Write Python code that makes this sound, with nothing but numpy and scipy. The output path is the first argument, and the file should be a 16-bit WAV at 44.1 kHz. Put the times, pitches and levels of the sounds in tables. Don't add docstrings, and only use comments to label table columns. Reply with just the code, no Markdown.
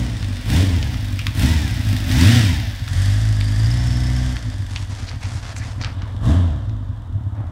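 import sys
import numpy as np
from scipy import signal
from scipy.io import wavfile
from scipy.ndimage import map_coordinates

SR = 44100
rng = np.random.default_rng(int(sys.argv[2]) if len(sys.argv) > 2 else 0)


def dump(signal):
    limited = np.clip(np.atleast_2d(signal).T, -1, 1)
    pcm = np.round(limited * 32767).astype(np.int16)
    wavfile.write(sys.argv[1], SR, pcm)


N = 331191
T = np.arange(N) / SR

# frequency in Hz, relative level in dB.
HUSH_TONE = [(30, -18), (100, 9), (400, -7), (1000, 1.5), (2200, -16), (7000, -45), (15000, -32)]
GRAVEL_TONE = [(250, -8.5), (450, -3.5), (700, 3), (1200, -1.5), (1900, -1), (3000, -6), (5500, -4),
               (8000, -8.5), (11000, -12), (15700, -32)]
COVER_TONE = [(350, -25), (520, -8), (650, -3), (980, 0), (1150, -14), (1400, -16), (1650, -3), (2000, 0),
              (2300, -7), (2900, -1), (4500, -14)]
FRONT_TONE = [(650, -24), (1100, -22), (1240, -5.5), (1900, -2.5), (2190, -5), (2560, -3.5), (3060, -3.5),
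              (3500, -2), (4050, -7), (5340, -6), (6750, -13), (9530, -7), (10900, -10.5), (14600, -9.5),
              (15700, -11)]
REAR_TONE = [(650, -63), (1100, 6), (1410, 3.5), (1540, 7.5), (1720, 10.5), (2420, 0.5), (3420, 7),
             (4090, -0.5), (4620, 4), (5230, 2), (6750, -7), (9430, -11), (10500, -18), (12300, -18.5),
             (15700, -33)]
FAR_TONE = [(650, -24), (1100, -15), (1650, 6), (2000, -6), (2500, -7), (3100, 2.5), (3600, 2), (4100, -6),
            (5300, -13.5), (6700, -26), (7700, -28), (11400, -39), (15700, -48)]
RUSH_TONE = [(250, -2.5), (380, -1), (480, 0), (650, 9.5), (820, 2), (1000, 6), (1200, 3), (1500, -2),
             (2000, -9), (3300, -57)]
PIPE_TONE = [(15, -13.5), (28, -59), (38, 0), (55, 1), (75, 0.5), (100, 7.5), (120, 1), (150, -13.5),
             (190, -15), (250, -12), (300, -15.5), (370, -35), (600, -47.5), (2000, -108)]
# delay in seconds, level in dB.
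DOOR_ECHOES = [(0.012, -14), (0.024, -16.5), (.037, -23), (0.056, -21), (0.082, -21)]
# start in seconds, length in seconds, level in dB, treble cutoff in Hz.
SHUFFLES = [(4.514, 0.03, -45, 5020), (4.673, 0.19, -43.5, 9200), (4.879, .2, -42, 7000),
            (5.06, 0.11, -42, 4101), (5.185, 0.24, -40.5, 7517), (5.408, 0.14, -39.5, 6140),
            (5.538, 0.22, -42.5, 6900), (5.775, 0.16, -43, 2470), (5.962, .17, -47.5, 1670),
            (7.333, 0.12, -45.5, 895), (7.44, 0.12, -52, 1110)]
# start in seconds, relative peak in dB, pitch in Hz.
SNAPS = [(0.2282, -19, 2900), (0.828, -15.5, 3670), (0.9432, -20, 2400), (1.1918, -16, 2524),
         (1.268, -8, 1580), (2.1143, -15, 3693), (2.8789, -21, 1630), (3.4105, -18, 1932),
         (4.3665, -21.5, 1760), (4.761, -15, 2430), (5.088, -25.5, 2045), (5.5648, -24, 1868),
         (5.8137, -19, 1660), (5.837, -20, 1000), (5.8464, -12.5, 2150), (5.868, -32, 1840),
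         (5.895, -42, 1530), (6.02, -26, 1107), (6.6955, -35, 2200)]
# start in seconds, length in seconds, relative level in dB, pitch in Hz.
SCRAPES = [(1.179, 0.055, -36, 2681), (4.75, 0.031, -38.5, 3055), (5.065, 0.04, -38, 4390),
           (5.21, 0.065, -44, 2300), (5.323, 0.05, -51, 7735), (5.556, 0.042, -40.5, 6800),
           (5.587, 0.072, -40.5, 1830), (5.815, 0.02, -36, 4523), (5.842, .06, -40, 1570),
           (5.847, 0.044, -51, 3850)]
# time in seconds, level in dB, pitch in Hz.
CHAIN_JINGLE = [(2.7, -100, 4700), (2.95, -59, 4790), (3.6, -44, 4730), (3.8, -39, 5320),
                (4.25, -47.5, 5340), (4.7, -100, 5234)]
# multiple of the firing rate, relative level in dB.
WHINE_TONES = [(5.75, -3), (6.25, -2), (11.5, -1), (12.25, -2), (14, -5), (15, -4), (17, -5), (21, -7),
               (25, 1), (32.5, -4), (35, -3)]
# pitch in Hz, width in Hz, gain in dB.
METAL_RINGS = [(1750, 180, -16), (2000, 210, -8.5), (2400, 90, -11), (3700, 270, -11), (4540, 230, -25),
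               (5300, 99, -14)]
VALVE_ROUND_DB = [9, -4, 3, -12, 10, 3.5, 2.5, 4]
# time in seconds, firings per second.
BASE_RATE = [(0, 41.14), (2.86, 40.95), (3.072, 49.43), (3.23, 54.64), (3.354, 51.6), (3.5, 50.7),
             (3.724, 59.18), (4.31, 63.34), (4.5, 51.11), (4.92, 39.03), (5.6, 35), (5.85, 44.06),
             (6.9, 45.92), (7.17, 35.21), (7.51, 33.84)]
# start in seconds, rise in seconds, top firings per second,
# coasting time in seconds, opening from 0 to 1.
BLIPS = [(-.153, 0.17, 62.44, 0.27, 1), (.46, .16, 96.95, 0.29, 0.73), (1.345, 0.17, 80.1, .28, 0.83),
         (1.85, .12, 53.06, .2, 0.3), (2.065, .295, 121.9, .195, 0.55), (6.213, 0.17, 92.65, .22, 1)]
# time in seconds, change of the boom in dB.
THROBS = [(.148, -1.5), (.273, 4.5), (.42, -6), (.958, 1), (1.135, 6), (1.288, 8), (1.805, 2), (1.92, 8),
          (2.765, -8), (2.81, 6), (4.389, -2), (4.475, 9), (4.595, 12.5), (4.738, 7.5), (4.82, 6.5),
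          (4.915, 10), (5.02, 8.5), (5.145, 7.5), (5.275, 12.5), (5.348, 10), (5.613, 8), (5.792, 6),
          (6.011, 3), (6.09, -8), (6.718, 7.5), (6.803, 7), (6.911, 3.5), (7.05, -4), (7.164, 15),
          (7.264, 9.5), (7.393, 9.5)]
# extra strength in dB, pipe delay in seconds, both at their most.
CYLINDERS = [(0.5, 0.00035), (1.75, 0.000057), (1, 0.0005), (1.1, 0.00079)]
# time in seconds, then gains in dB for the silencer, the pipe mouths and the engine.
RIDE_PAST = [(0, -4, -0.5, -7), (.45, -0.5, 1, -0.5), (.7, -1.5, -1, -5.5), (1.1, -1, -1.5, -2.5),
             (1.6, -0.5, 0.2, -1), (2.35, 2.5, 3.5, 2.5), (2.75, -1, -2, -0.5), (3.03, 1.5, -2, 2),
             (3.3, -1, -2.5, -4), (3.6, 1, 0, -2.5), (4.1, -5, -0.5, -5), (4.35, -9, 0, -4),
             (4.6, -4.5, -3, -5), (6.2, 1, 4, -11.5), (6.8, -4, -1.5, -18.5), (7.51, 4, 5, -16.5)]
# time in seconds, gain in dB.
AIRBOX_FADE = [(.7, -4), (2.2, -14)]
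CLATTER = (-39.5, 9.5, 8, 4, -2.5)
SIZZLE = (-49, 14, 4.5, 5.5, -2)
HONK = (-57.5, 14, 17, 1, 1.5)
RUSH = (-52.5, 9.5, 7.5, 4, 1)
THUMP = (-30.5, 7, 8.5, 7, -2)
BOOM = (-26, 7.5, 6.5, 5.5, 0)
BARK = (-35.5, 13.5, 8.5, 6, -6)

IDLE_HZ = 41.68


def amp(db):
    return 10 ** (np.asarray(db) / 20)


def unit(x):
    return x / np.sqrt(np.mean(x ** 2) + 1e-20)


def curves(rows):
    times, *columns = np.transpose(rows)
    return [np.interp(T, times, column) for column in columns]


def add(mix, start, sound):
    part = mix[max(round(start * SR), 0):][:len(sound)]
    part += sound[:len(part)]


def band(x, low_hz, high_hz, order=3):
    sos = signal.butter(order, [low_hz, min(high_hz, SR / 2 - 100)], "band", fs=SR, output="sos")
    return signal.sosfiltfilt(sos, x)


def colour(x, tone, size=8192):
    hz, db = np.transpose(tone)
    bin_hz = abs(np.fft.fftfreq(size, 1 / SR))
    log_gain = np.log(amp(np.interp(np.log(bin_hz + 1), np.log(hz + 1), np.maximum(db, -100))))
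    response = np.fft.ifft(np.exp(np.conj(signal.hilbert(log_gain)))).real[:size // 2]
    return signal.oaconvolve(x, response)[:N]


def ring(x, hz, width_hz):
    return signal.lfilter(*signal.iirpeak(hz, hz / width_hz, SR), x)


def at_level(x, db, seconds):
    window = np.hanning(int(seconds * SR))
    power = signal.fftconvolve(x ** 2, window, "same") / signal.fftconvolve(np.ones(N), window, "same")
    return x * amp(db) / np.sqrt(abs(power) + 1e-16)


def clicks(at, db):
    return np.bincount(np.clip(at, 0, N - 1).astype(int), amp(db), N)


def random_clicks(per_s):
    return (rng.random(N) < per_s / SR) * rng.standard_normal(N)


def puffs(pulses, decay_s):
    return signal.lfilter([1], [1, -np.exp(-1 / (decay_s * SR))], pulses) * rng.standard_normal(N)


def outdoor_hush(level_db=-54):
    return amp(level_db) * unit(colour(rng.standard_normal(N), HUSH_TONE))


def lane_echoes(x, tail_db=-14, fade_s=0.82):
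    t = T[:SR // 2]
    tail = rng.standard_normal(len(t)) * amp(-60 * t / fade_s) * (t > .012)
    response = amp(tail_db) * unit(tail) / np.sqrt(len(t))
    for delay, db in DOOR_ECHOES:
        response[int(delay * SR)] += amp(db)
    return signal.fftconvolve(band(x, 89, 9000, order=1), response)[:N]


def shuffling_feet(scatter_db=3):
    sizes = amp(scatter_db * np.minimum(rng.exponential(1, N), 4))
    crunch = colour(sizes * random_clicks(per_s=5000), GRAVEL_TONE)
    out = np.zeros(N)
    for start, length, db, cutoff_hz in SHUFFLES:
        piece = crunch[int(start * SR):][:int(length * SR)]
        drag = signal.lfilter(*signal.butter(2, cutoff_hz, fs=SR), piece)
        add(out, start, amp(db) * unit(drag * signal.windows.tukey(len(drag), 0.4)))
    return out


def grit_snaps(boost_db=2, crack_s=0.0016, tail_s=0.016):
    out, t = np.zeros(N), T[:2048]
    body_filter = signal.butter(3, [1000, 6000], "band", fs=SR, output="sos")
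    for start, db, hz in SNAPS:
        crack = rng.standard_normal(len(t)) * (np.exp(-t / crack_s) + amp(-16) * np.exp(-t / tail_s))
        crack[1] += amp(15)
        body = signal.sosfilt(body_filter, ring(crack, hz, 1.4 * hz))
        near = np.interp(start, [.9, 1.3, 2.5, 4], [.05, .7, .7, 0])
        snap = body + amp(-19) * near * np.gradient(crack)
        add(out, start, amp(db + boost_db) * snap / abs(snap).max())
    return out


def grit_scrapes(grains_per_s=3500, trim_db=-1):
    out = np.zeros(N)
    for start, length, db, hz in SCRAPES:
        count, width_hz = int(length * SR), 0.41 * hz
        grains = rng.standard_normal(count) * (rng.random(count) < grains_per_s / SR)
        grains *= signal.windows.tukey(count, .5)
        add(out, start, amp(db + trim_db) * unit(ring(ring(grains, hz, width_hz), hz, width_hz)))
    return out


def drive_chain(width_hz=260):
    db, hz = curves(CHAIN_JINGLE)
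    hits = random_clicks(per_s=160)
    decay = np.exp(-np.pi * width_hz / SR)
    gliding_tone = np.exp(2j * np.pi * np.cumsum(hz) / SR)
    envelope = signal.lfilter([1], np.poly([decay, decay]), hits / gliding_tone)
    return unit((gliding_tone * envelope).real) * amp(db)


def firing_rate(step=64, coast_shape=1.4):
    t = T[::step]
    hz = np.interp(t, *np.transpose(BASE_RATE))
    for start, rise, top_hz, coast, _ in BLIPS:
        spin_up = np.sin(np.pi / 2 * np.clip((t - start) / rise, 0, 1)) ** 2
        slow_down = np.exp(-(np.maximum(t - start - rise, 0) / coast) ** coast_shape)
        hz = hz + (top_hz - hz) * spin_up * slow_down
    return np.repeat(hz, step)[:N]


def throttle(step=64, lead_s=0.01, open_s=0.042, hold_share=0.54, shut_s=0.081):
    t, total = T[::step], 0
    for start, rise, _, _, opening in BLIPS:
        opens = np.clip((t - start + lead_s) / open_s, 0, 1)
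        shuts = np.exp(-np.maximum(t - start - hold_share * rise, 0) / shut_s)
        total += opening * opens * shuts
    return np.interp(T, t, total)


def clutch_load(start_s=2.876, grip_s=0.075, hold_s=1.32, release_s=0.13):
    return np.interp(T, np.cumsum([start_s, grip_s, hold_s, release_s]), [0, 1, 1, 0])


def unevenness():
    return np.minimum(IDLE_HZ / firing_rate(), 1) ** 1.41 * (1 - 0.7 * clutch_load())


def turned():
    return np.interp(T, [2.5, 3], [0, 1])


def loudness(rule):
    base_db, throttle_db, revs_db, load_db, behind_db = rule
    return (base_db + throttle_db * throttle() + revs_db * np.log2(firing_rate() / IDLE_HZ)
            + load_db * clutch_load() + behind_db * turned())


def firing_count():
    return np.cumsum(firing_rate()) / SR - .01


def beats(per_firing):
    return np.flatnonzero(np.diff(np.floor(firing_count() * per_firing)))


def cycle_buzz(size=1024):
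    position = firing_count() / len(CYLINDERS) % 1 * size
    return unit(map_coordinates(rng.standard_normal(size), [position], order=3, mode="grid-wrap"))


def gear_whine(waver=.85, trim_db=-4):
    phase = 2 * np.pi * firing_count()
    times = np.arange(0, T[-1] + 1, .025)
    whine = np.zeros(N)
    for multiple, db in WHINE_TONES:
        slack = np.interp(T, times, rng.standard_normal(len(times)))
        whine += amp(db) * np.cos(multiple * phase + waver * slack)
    _, _, engine_db = curves(RIDE_PAST)
    return colour(unit(whine), COVER_TONE) * amp(engine_db + loudness(CLATTER) + trim_db)


def valve_clatter(jitter_s=0.00069, scatter_db=3.3):
    at = beats(per_firing=2)
    size, lateness = rng.standard_normal((len(at), 2)).T
    tick_db = np.resize(VALVE_ROUND_DB, len(at)) + scatter_db * np.tanh(size)
    ticks = puffs(clicks(at + jitter_s * SR * lateness, tick_db), decay_s=0.0034)
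    rattle = amp(-7) * unit(random_clicks(per_s=700))
    whirr = rng.standard_normal(N)
    buzz = amp(-2) * unit(firing_rate()) * cycle_buzz()
    shaking = unit(ticks) + rattle + whirr + buzz
    metal = shaking + sum(amp(db) * ring(shaking, hz, width) for hz, width, db in METAL_RINGS)
    behind, far = turned(), np.interp(T, [5.7, 6], [0, 1])
    sound = ((1 - behind) * colour(metal, FRONT_TONE) + (behind - far) * colour(metal, REAR_TONE)
             + far * colour(metal, FAR_TONE))
    dullness = np.interp(T, [.4, .55], [.6, 0])
    sound -= dullness * band(sound, 9800, 18000)
    _, _, engine_db = curves(RIDE_PAST)
    return (at_level(band(sound, 1190, 7880, order=4), engine_db + loudness(CLATTER), 0.32)
            + at_level(band(sound, 6680, 26500, order=4), engine_db + loudness(SIZZLE), 0.39))


def gas_rasp(pulses, honk_hz=465, honk_width_hz=240):
    bursts = unit(puffs(pulses, decay_s=0.0097))
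    flow = amp(-4) * rng.standard_normal(N)
    gas = bursts + amp(-6) * unit(pulses) + flow + cycle_buzz()
    airbox = ring(ring(gas, honk_hz, honk_width_hz), honk_hz, honk_width_hz)
    honk = at_level(airbox, loudness(HONK) + curves(AIRBOX_FADE)[0], 0.26)
    rush = at_level(colour(gas, RUSH_TONE), loudness(RUSH), 0.41)
    _, mouths_db, _ = curves(RIDE_PAST)
    return amp(mouths_db) * (rush + honk)


def firings(scatter_db=2, jitter_share=.1, lope_db=2):
    at = beats(per_firing=1)
    uneven = unevenness()[at]
    strength, lateness = rng.standard_normal((len(at), 2)).T
    cylinder_db, pipe_delay = np.resize(CYLINDERS, (len(at), 2)).T
    lope = np.resize([1, 1, -1, -1], len(at))
    burn_db = uneven * (lope_db * lope + scatter_db * np.tanh(strength))
    stumble_s = jitter_share * uneven ** 2 * lateness / firing_rate()[at]
    imbalance = np.minimum(.5 + 2 * uneven, 1)
    return clicks(at + SR * (imbalance * pipe_delay + stumble_s), imbalance * cylinder_db + burn_db)


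def idle_throbs(step=64, throb_s=0.028, sag_db=-4):
    t = T[::step]
    surges = sum(db * np.exp(-((t - peak_s) / throb_s) ** 2) for peak_s, db in THROBS)
    return sag_db * unevenness() + np.interp(T, t, surges)


def exhaust(pulses, boom_hz=103, boom_width_hz=20, thump_top_hz=76):
    hz, uneven, swell_db = firing_rate(), unevenness(), idle_throbs()
    silencer_db, mouths_db, _ = curves(RIDE_PAST)
    turbulence = amp(-31) * puffs(pulses, decay_s=0.015) * (0.26 + uneven)
    gas = colour(pulses + turbulence, PIPE_TONE)
    chamber = gas + amp(3) * uneven * ring(gas, boom_hz, boom_width_hz)
    in_tune = sum(np.exp(-((k * hz - boom_hz) / boom_width_hz) ** 2) for k in (1, 2))
    boom_db = silencer_db + loudness(BOOM) + 3 * in_tune + swell_db
    octaves_above = np.maximum(np.log2(hz / thump_top_hz), 0)
    thump_db = loudness(THUMP) - 27 * octaves_above + 0.11 * swell_db
    bark_db = mouths_db + loudness(BARK) + 0.71 * swell_db
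    return (at_level(band(gas, 27, thump_top_hz), thump_db, 0.27)
            + at_level(band(chamber, thump_top_hz, 149), boom_db, 0.13)
            + at_level(band(gas, 141.7, 426), bark_db, 0.23))


def scene():
    pulses = firings()
    bike = exhaust(pulses) + gas_rasp(pulses) + valve_clatter() + gear_whine() + drive_chain()
    direct = bike + grit_snaps() + grit_scrapes() + shuffling_feet()
    return (direct + lane_echoes(direct) + outdoor_hush())[None]


def record(dry):
    low_pass = signal.firwin(511, 15800, window=("kaiser", 9), fs=SR)
    return signal.oaconvolve(dry, low_pass[None], "same")


dry = scene()
out = record(dry)
dump(out)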